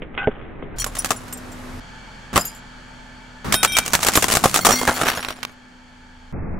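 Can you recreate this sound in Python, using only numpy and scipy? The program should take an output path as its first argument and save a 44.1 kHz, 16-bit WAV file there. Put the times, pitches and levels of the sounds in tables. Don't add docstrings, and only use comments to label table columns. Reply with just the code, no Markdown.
import sys
import numpy as np
from scipy import signal
from scipy.fft import rfft, irfft, next_fast_len
from scipy.io import wavfile

SR = 44100
rng = np.random.default_rng(int(sys.argv[2]) if len(sys.argv) > 2 else 0)


def file_out(sig):
    cols = np.atleast_2d(sig).T
    lim = np.clip(cols, -1, 1)
    pcm = np.round(lim * 32767).astype(np.int16)
    wavfile.write(sys.argv[1], SR, pcm)


N = 290802

# t/s, relative treble peak level/dB, relative body level over treble/dB
CRACKS = [(0.0205, -20, -12.5), (0.177, -7.5, -26.5), (0.2728, -14, 3), (0.413, -28.5, -25),
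          (0.625, -26.5, -5), (0.7845, -22.5, -21), (0.82, -14.5, -36), (0.843, -9.5, -45),
          (0.8638, -21.5, -5.5), (0.9521, -21.5, -21), (0.968, -23, -10.5), (1.046, -8.5, -20),
          (1.09, -23, -35), (1.106, -5.5, -10.5), (1.281, -30, -18), (1.3273, -26, -33), (2.359, 1, -3.5),
          (3.524, -0.5, -9), (3.6302, 2, -7.5), (3.768, 0, -13), (3.8614, -12, -40), (3.9336, 0.5, -8.5),
          (4.0038, -21, -16.5), (4.03, -7, -7), (4.0672, -2, -8), (4.136, -10.5, -20.5), (4.156, -1.5, -5),
          (4.224, -5, -10.5), (4.283, -8.5, -6.5), (4.3104, -12, -11), (4.3205, -6, -7.5),
          (4.352, -2.5, -6), (4.4391, 0.5, 4.5), (4.478, -21, -29), (4.5423, -1.5, -8.5),
          (4.5724, -9.5, -3), (4.6488, 2.5, -6), (4.6888, -6.5, 3), (4.7085, -12, -12), (4.7177, -13, 2.5),
          (4.8137, -18, 4), (4.8755, -6.5, 4), (4.915, -29.5, 16.5), (4.974, -16, -10), (5.014, -7, -3),
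          (5.058, -15, -0.5), (5.0678, -10, 1.5), (5.0814, -7.5, -18), (5.117, -16, -5),
          (5.1732, -15, -2.5), (5.228, -13, -29), (5.2852, -10.5, -9), (5.4302, -9, -52)]
# from t/s, to t/s
NEAR_SPANS = [(2.325, 2.487), (3.445, 5.53)]
# f/Hz, relative density level/dB
FRACTURE_SPECTRUM = [(250, -28), (710, -18), (1200, -7), (4800, -7.5), (7330, -4.5), (16000, -17)]
# f/Hz, relative level/dB, t60/s
HOLLOW_MODES = [(280, -22, 0.049), (530, -1.5, 0.018), (773, 17, 0.0084), (1218, 18.5, 0.0081)]
# t/s, level/dB
TREBLE_OF_BREAKAGE = [(1.0, -3), (2.36, -6), (4.8, -2), (5.2, -13)]
# (t/s, relative level/dB)
SHARDS = [ (0.15, [(800, -9), (1480, 2.5), (1560, 0), (2030, -4), (2520, -5), (3520, -20.5)],
          [(.181, -26.5), (.195, -33), (.22, -33), (.735, -53)]), (0.087, [(3200, -9), (4330, -7),
          (5820, -1), (7000, -8), (8350, -6), (10300, 1.5)], [(.786, -28.5), (.798, -21.5)]),
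          (0.087, [(5820, -9), (7250, -0.5), (9600, -2), (10300, 3)], [(.865, -30.5), (.987, -22.5),
          (1.163, -36)]), (0.094, [(5179, -14), (5780, -8), (7375, 0.5), (8468, -1), (9345, -16),
          (12200, -11)], [(1.326, -28), (1.373, -38), (1.518, -42)]), (0.19, [(2789, -16.5), (4940, -8),
          (7208, -1.5), (9625, -7), (10960, -14), (11460, -10), (14170, -17)], [(2.392, -25.5), (2.41, -22),
          (2.452, -28), (2.548, -44)]), (0.33, [(1490, -9), (2336, -2), (2541, -8), (3198, 0), (3716, 4),
          (5395, -4), (5900, -2), (8555, -5), (8865, -4), (9985, -2), (12050, -7)], [(3.544, -25),
          (3.675, -32), (3.72, -28.5), (3.751, -28)]), (0.34, [(7222, -0.5), (9306, -7.5), (12040, -20)],
          [(4.16, -16), (4.61, -24.5), (4.655, -21), (4.72, -31), (4.788, -24), (4.94, -38)]),
          (0.38, [(2110, -8), (3300, -11.5), (4360, -5.5), (4560, -3.5)], [(4.195, -38.5), (4.51, -42),
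          (4.61, -33.5), (4.72, -26), (4.757, -26), (4.94, -31), (5.09, -32)]), (0.4, [(9050, -4),
          (10350, -4), (11500, -7.5), (13600, -5.5)], [(4.445, -31), (4.87, -38), (4.957, -38),
          (5.15, -34)]), ]
# t/s, relative level/dB
CRUNCH_LEVELS = [
    [(.13, -49), (.2, -29), (.3, -45), (.45, -46), (.7, -86), (1.0, -38.5), (1.25, -53.5), (1.55, -75)],
    [(2.33, -31.5), (2.6, -56.5)],
    [(3.45, -57), (3.69, -43), (4.05, -30), (4.62, -36), (4.72, -31), (4.93, -29), (5.08, -22.5),
     (5.3, -37), (5.55, -55)],
]
# f/Hz, relative density level/dB
SLOW_START_LEVEL = [(0, -37.5), (.762, -33.5)]
SLOW_START_SPECTRUM = [(20, 3.5), (59, -6), (300, -7), (1000, -21), (2010, -22.5), (3700, -42.5),
                       (4300, -56), (5000, -110)]
SIDE_LEVEL = [(.764, -39), (1.8, -36.5)]
SIDE_SPECTRUM = [(20, -19), (100, -6), (377, -13.5), (1600, -18), (2670, -26.5), (7000, -34), (12400, -39),
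                 (16000, -52)]
CLOSE_LEVEL = [(1.805, -40.5), (3.2, -43), (5.55, -47.5), (6.32, -48)]
CLOSE_SPECTRUM = [(20, -6.5), (45, -16.5), (210, -7.5), (330, -18), (620, -16.5), (1060, -19),
                  (1600, -11.5), (2000, -21.5), (3500, -27), (3850, -33), (6900, -30), (16000, -60)]
NEAR_ENGINE_LEVEL = [(2.33, -24.5), (2.49, -43.5), (3.45, -25), (3.52, -25.5), (3.6, -38.5), (4.4, -32),
                     (4.8, -37), (5.0, -57), (5.53, -49)]
NEAR_ENGINE_SPECTRUM = [(20, -8), (200, 1), (485, -12.5), (1190, -11), (2750, -23.5), (16000, -37.5)]
SLOW_END_LEVEL = [(6.325, -26), (6.59, -26)]
SLOW_END_SPECTRUM = [(20, -2.5), (223, -12), (636, -26), (2060, -36.5), (2650, -46), (2950, -94)]
# f/Hz, width f/Hz, boost level/dB
ENGINE_BAY = [(877, 75, 12.5), (1730, 15, 12), (2273, 87, 10.5), (3200, 440, 8), (4430, 580, 12)]
# t/s, level/dB
HUM_LEVEL = [(.77, -49.5), (1.8, -39), (1.81, -56), (4.6, -44.5), (4.75, -30.5), (5.54, -52), (6.32, -51.5)]
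# t/s, firing rate f/Hz, level/dB before the order levels
FIRING = [(.77, 39.8, -26.5), (1.3, 29.23, -46), (1.8, 28.94, -33), (1.81, 41.3, -42), (3.44, 39.1, -45.5),
          (3.6, 36.6, -38), (5.5, 29.7, -55), (6.32, 27, -41.5)]
FIRING_ORDERS_DB = [-4.5, -15.5, -11.5]
# f/Hz, likeness (1 = same on both sides)
LIKENESS = [(60, 0.9), (400, 0.42), (2500, 0.43), (7000, 0.58), (14000, 0.17)]

CRACK_T60_S, TICK_T60_S = 0.095, 0.04
TICK_BELOW_DB = -30
CRACK_SPREAD_DB = 1.6
SLOWED_PITCH_RATIO = 0.34
SIZE_SPREAD_OCTAVES = 0.2
FAR_DB = -4.5
FAR_LOSS_PER_BODY_DB = 0.367
FAR_T60_SHARE = 0.45
FAR_LAG_S = 0.018
ROLLS_FROM_S, LAG_GROWTH_S_PER_S, FAR_FADE_DB_PER_S = 4.5, 0.0026, 3
SKID_T60_S = 0.051
CHIP_DB, CHIP_SPREAD_DB, CHIP_T60_SHARE = -16, 8, 0.56
SPLINTERS_PER_S = 800
HUM_HZ = 249.4
SLOW_STOP_HZ, TOP_STOP_HZ = 4370, 16300


def cracks(rows, snap_db, body_db):
    size = SR // 5
    t = np.arange(size) / SR
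    out = np.zeros((2, N + SR))
    hiss = glassy(noise(FRACTURE_SPECTRUM))
    click = ring(t == 0, 2080, 0.0023)
    shakes = rng.standard_normal((len(rows), size))
    steps = rng.standard_normal((len(rows), 150))
    sides = amp(CRACK_SPREAD_DB * rng.standard_normal((len(rows), 1, 1)) * [[1], [-1]])
    for (s, peak_db, rel_db, t60, pitch), shake, jerks, side in zip(rows, shakes, steps, sides):
        jerk_curve = np.interp(t * 700, np.arange(150), jerks)
        grit = amp(3.3 * np.maximum(jerk_curve, 1 - t * 500))
        snap = amp(snap_db - 60 * t / 0.0066)
        burst = amp(-60 * t / t60) * grit + snap
        body = hollow(shake * burst, pitch)
        body = body / np.max(np.abs(body)) * amp(rel_db + body_db)
        body = body * amp([[-.7], [.7]])
        i = round(s * SR)
        fracture = amp(-7.0) * hiss[:, i:i + size] * burst
        out[:, i:i + size] += side * amp(peak_db) * (fracture + amp(-2.0) * click + body)
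    return out[:, :N]


def crack_rows():
    s, peak_db, rel_db = np.transpose(CRACKS)
    slowed = s < SLOW_START_LEVEL[-1][0]
    short = (rel_db < TICK_BELOW_DB) | (slowed & (rel_db > 0))
    t60 = np.where(short, TICK_T60_S, CRACK_T60_S)
    sizes = 2 ** rng.normal(0, SIZE_SPREAD_OCTAVES, len(s))
    pitch = np.where(slowed, SLOWED_PITCH_RATIO, sizes)
    return np.column_stack([s, peak_db, rel_db, t60, pitch])


def heard_twice():
    return np.array(CRACKS)[:, 0] > CLOSE_LEVEL[0][0]


def near_microphone(rows):
    t = np.arange(N) / SR
    on = sum((t > a) & (t < b) for a, b in NEAR_SPANS)
    x = cracks(rows, snap_db=-2.0, body_db=1.5) + engine(NEAR_ENGINE_LEVEL, NEAR_ENGINE_SPECTRUM)
    top = 0.5
    return on * x / (1 + np.abs(x / top) ** 4) ** (1 / 4)


def far_microphone(rows):
    s, peak_db, rel_db, t60, pitch = rows.T
    rolling_s = np.maximum(s - ROLLS_FROM_S, 0)
    late = s + FAR_LAG_S + LAG_GROWTH_S_PER_S * rolling_s
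    hidden_db = FAR_LOSS_PER_BODY_DB * np.maximum(rel_db, -20)
    far_db = peak_db + FAR_DB - hidden_db - FAR_FADE_DB_PER_S * rolling_s
    far_rows = np.transpose([late, far_db, rel_db, FAR_T60_SHARE * t60, pitch])
    return cracks(far_rows, snap_db=2.5, body_db=5.5)


def hollow(x, pitch=1):
    return sum(amp(db) * ring(x, hz * pitch, t60 / pitch) / np.sqrt(t60) for hz, db, t60 in HOLLOW_MODES)


def glassy(x):
    low = signal.sosfilt(signal.butter(2, 3500, fs=SR, output="sos"), x)
    return low + amp(curve(TREBLE_OF_BREAKAGE)[0]) * (x - low)


def shards():
    out, t = np.zeros((2, N + SR)), np.arange(SR // 20) / SR
    for t60, modes, touches in SHARDS:
        touch_s, touch_db = np.transpose(touches)
        at = np.round(touch_s * SR).astype(int)
        size = at[-1] - at[0] + SR // 2
        own = [(hz, db, 1.5, t60) for hz, db in modes]
        chips = [(hz, CHIP_DB, CHIP_SPREAD_DB, CHIP_T60_SHARE * t60) for hz in rng.uniform(5000, 15800, 10)]
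        for hz, level_db, spread_db, rings_s in own + chips:
            uneven_db = rng.normal(0, spread_db, len(at))
            side_db = rng.normal(0, 2.2, (len(at), 2)).T
            strengths = amp(touch_db + level_db + uneven_db + side_db)
            skids = rng.standard_normal((len(at), len(t))) * amp(-60 * t / SKID_T60_S)
            skids[:, 0] = amp(17)
            push = np.zeros((2, size))
            for i, strength, skid in zip(at - at[0], strengths.T, skids):
                push[:, i:i + len(t)] += strength[:, None] * skid / np.linalg.norm(skid)
            tumble = np.interp(np.arange(size) / SR * 110, np.arange(200), rng.standard_normal(200))
            ringing = ring(push, hz, rings_s * np.sqrt(5000 / hz))
            out[:, at[0]:at[0] + size] += ringing * amp(4.1 * tumble)
    return out[:, :N]


def crunch():
    born = rng.random(N) < SPLINTERS_PER_S / SR
    sizes = born * amp(3.4 * np.minimum(rng.exponential(1, N), 5))
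    envelope = signal.lfilter([1], [1, -amp(-60 / (0.011 * SR))], sizes)
    puffs = envelope * glassy(noise(FRACTURE_SPECTRUM))
    dealt = rng.integers(0, 500, N)
    pitches = np.exp(rng.uniform(np.log(5000), np.log(14500), 40))
    tinkle = sum(ring(np.sqrt(sizes) * (dealt == k), hz, 700 / hz) for k, hz in enumerate(pitches))
    body = hollow(sizes * rng.standard_normal(N))
    grains = puffs / np.std(puffs) + amp(-12.5) * tinkle / np.std(tinkle) + amp(-4.0) * body / np.std(body)
    return grains * sum(amp(db) * on for db, on in map(curve, CRUNCH_LEVELS))


def engine(rows, spectrum, peaks=()):
    level_db, on = curve(rows)
    return amp(level_db) * on * noise(spectrum, peaks)


def tone(hz, level_db, on, orders_db=(0,)):
    turn = 2 * np.pi * np.cumsum(hz * on) / SR
    orders = sum(amp(db) * np.sin((k + 1) * turn) for k, db in enumerate(orders_db))
    return np.sqrt(2) * amp(level_db) * on * orders


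def noise(spectrum, peaks=()):
    size = next_fast_len(N)
    hz = np.maximum(np.arange(size // 2 + 1) * SR / size, 1)
    bumps_db = sum(db / (1 + (2 * (hz - f) / w) ** 2) for f, w, db in peaks)
    level_db = at_hz(spectrum, hz) + bumps_db
    mid, side = rfft(rng.standard_normal((2, size))) * amp(level_db)
    alike = np.clip(at_hz(LIKENESS, hz), 0, 1)
    x = irfft(np.sqrt(1 + alike) * mid + np.sqrt(1 - alike) * side * [[1], [-1]], size)[:, :N]
    return x / np.std(x)


def ring(x, hz, t60):
    r, w = amp(-60 / (t60 * SR)), 2 * np.pi * hz / SR
    return signal.lfilter([0, np.sin(w)], [1, -2 * r * np.cos(w), r * r], x + 1e-18)


def amp(db):
    return 10 ** (np.asarray(db) / 20)


def curve(rows):
    s, *columns = np.transpose(rows)
    t = np.arange(N) / SR
    return [np.interp(t, s, c) for c in columns] + [(t >= s[0]) & (t <= s[-1])]


def at_hz(points, hz):
    f, value = np.transpose(points)
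    return np.interp(np.log(hz), np.log(f), value)


def scene():
    rows, close = crack_rows(), heard_twice()
    glass = cracks(rows[~close], snap_db=-7.5, body_db=8.5) + shards() + crunch()
    slowed = signal.sosfilt(signal.cheby2(10, 60, SLOW_STOP_HZ, fs=SR, output="sos"), glass)
    glass = np.where(curve(SLOW_START_LEVEL)[-1], slowed, glass)
    car = engine(SLOW_START_LEVEL, SLOW_START_SPECTRUM) + engine(SIDE_LEVEL, SIDE_SPECTRUM)
    car = car + engine(CLOSE_LEVEL, CLOSE_SPECTRUM, ENGINE_BAY) + engine(SLOW_END_LEVEL, SLOW_END_SPECTRUM)
    car = car + tone(HUM_HZ, *curve(HUM_LEVEL)) + tone(*curve(FIRING), FIRING_ORDERS_DB)
    return glass + car + near_microphone(rows[close]) + far_microphone(rows[close])


def record(dry):
    clipped = np.clip(dry, -1, 1)
    low_pass = signal.cheby2(20, 70, TOP_STOP_HZ, fs=SR, output="sos")
    return np.clip(signal.sosfilt(low_pass, clipped), -1, 1)


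dry = scene()
out = record(dry)
file_out(out)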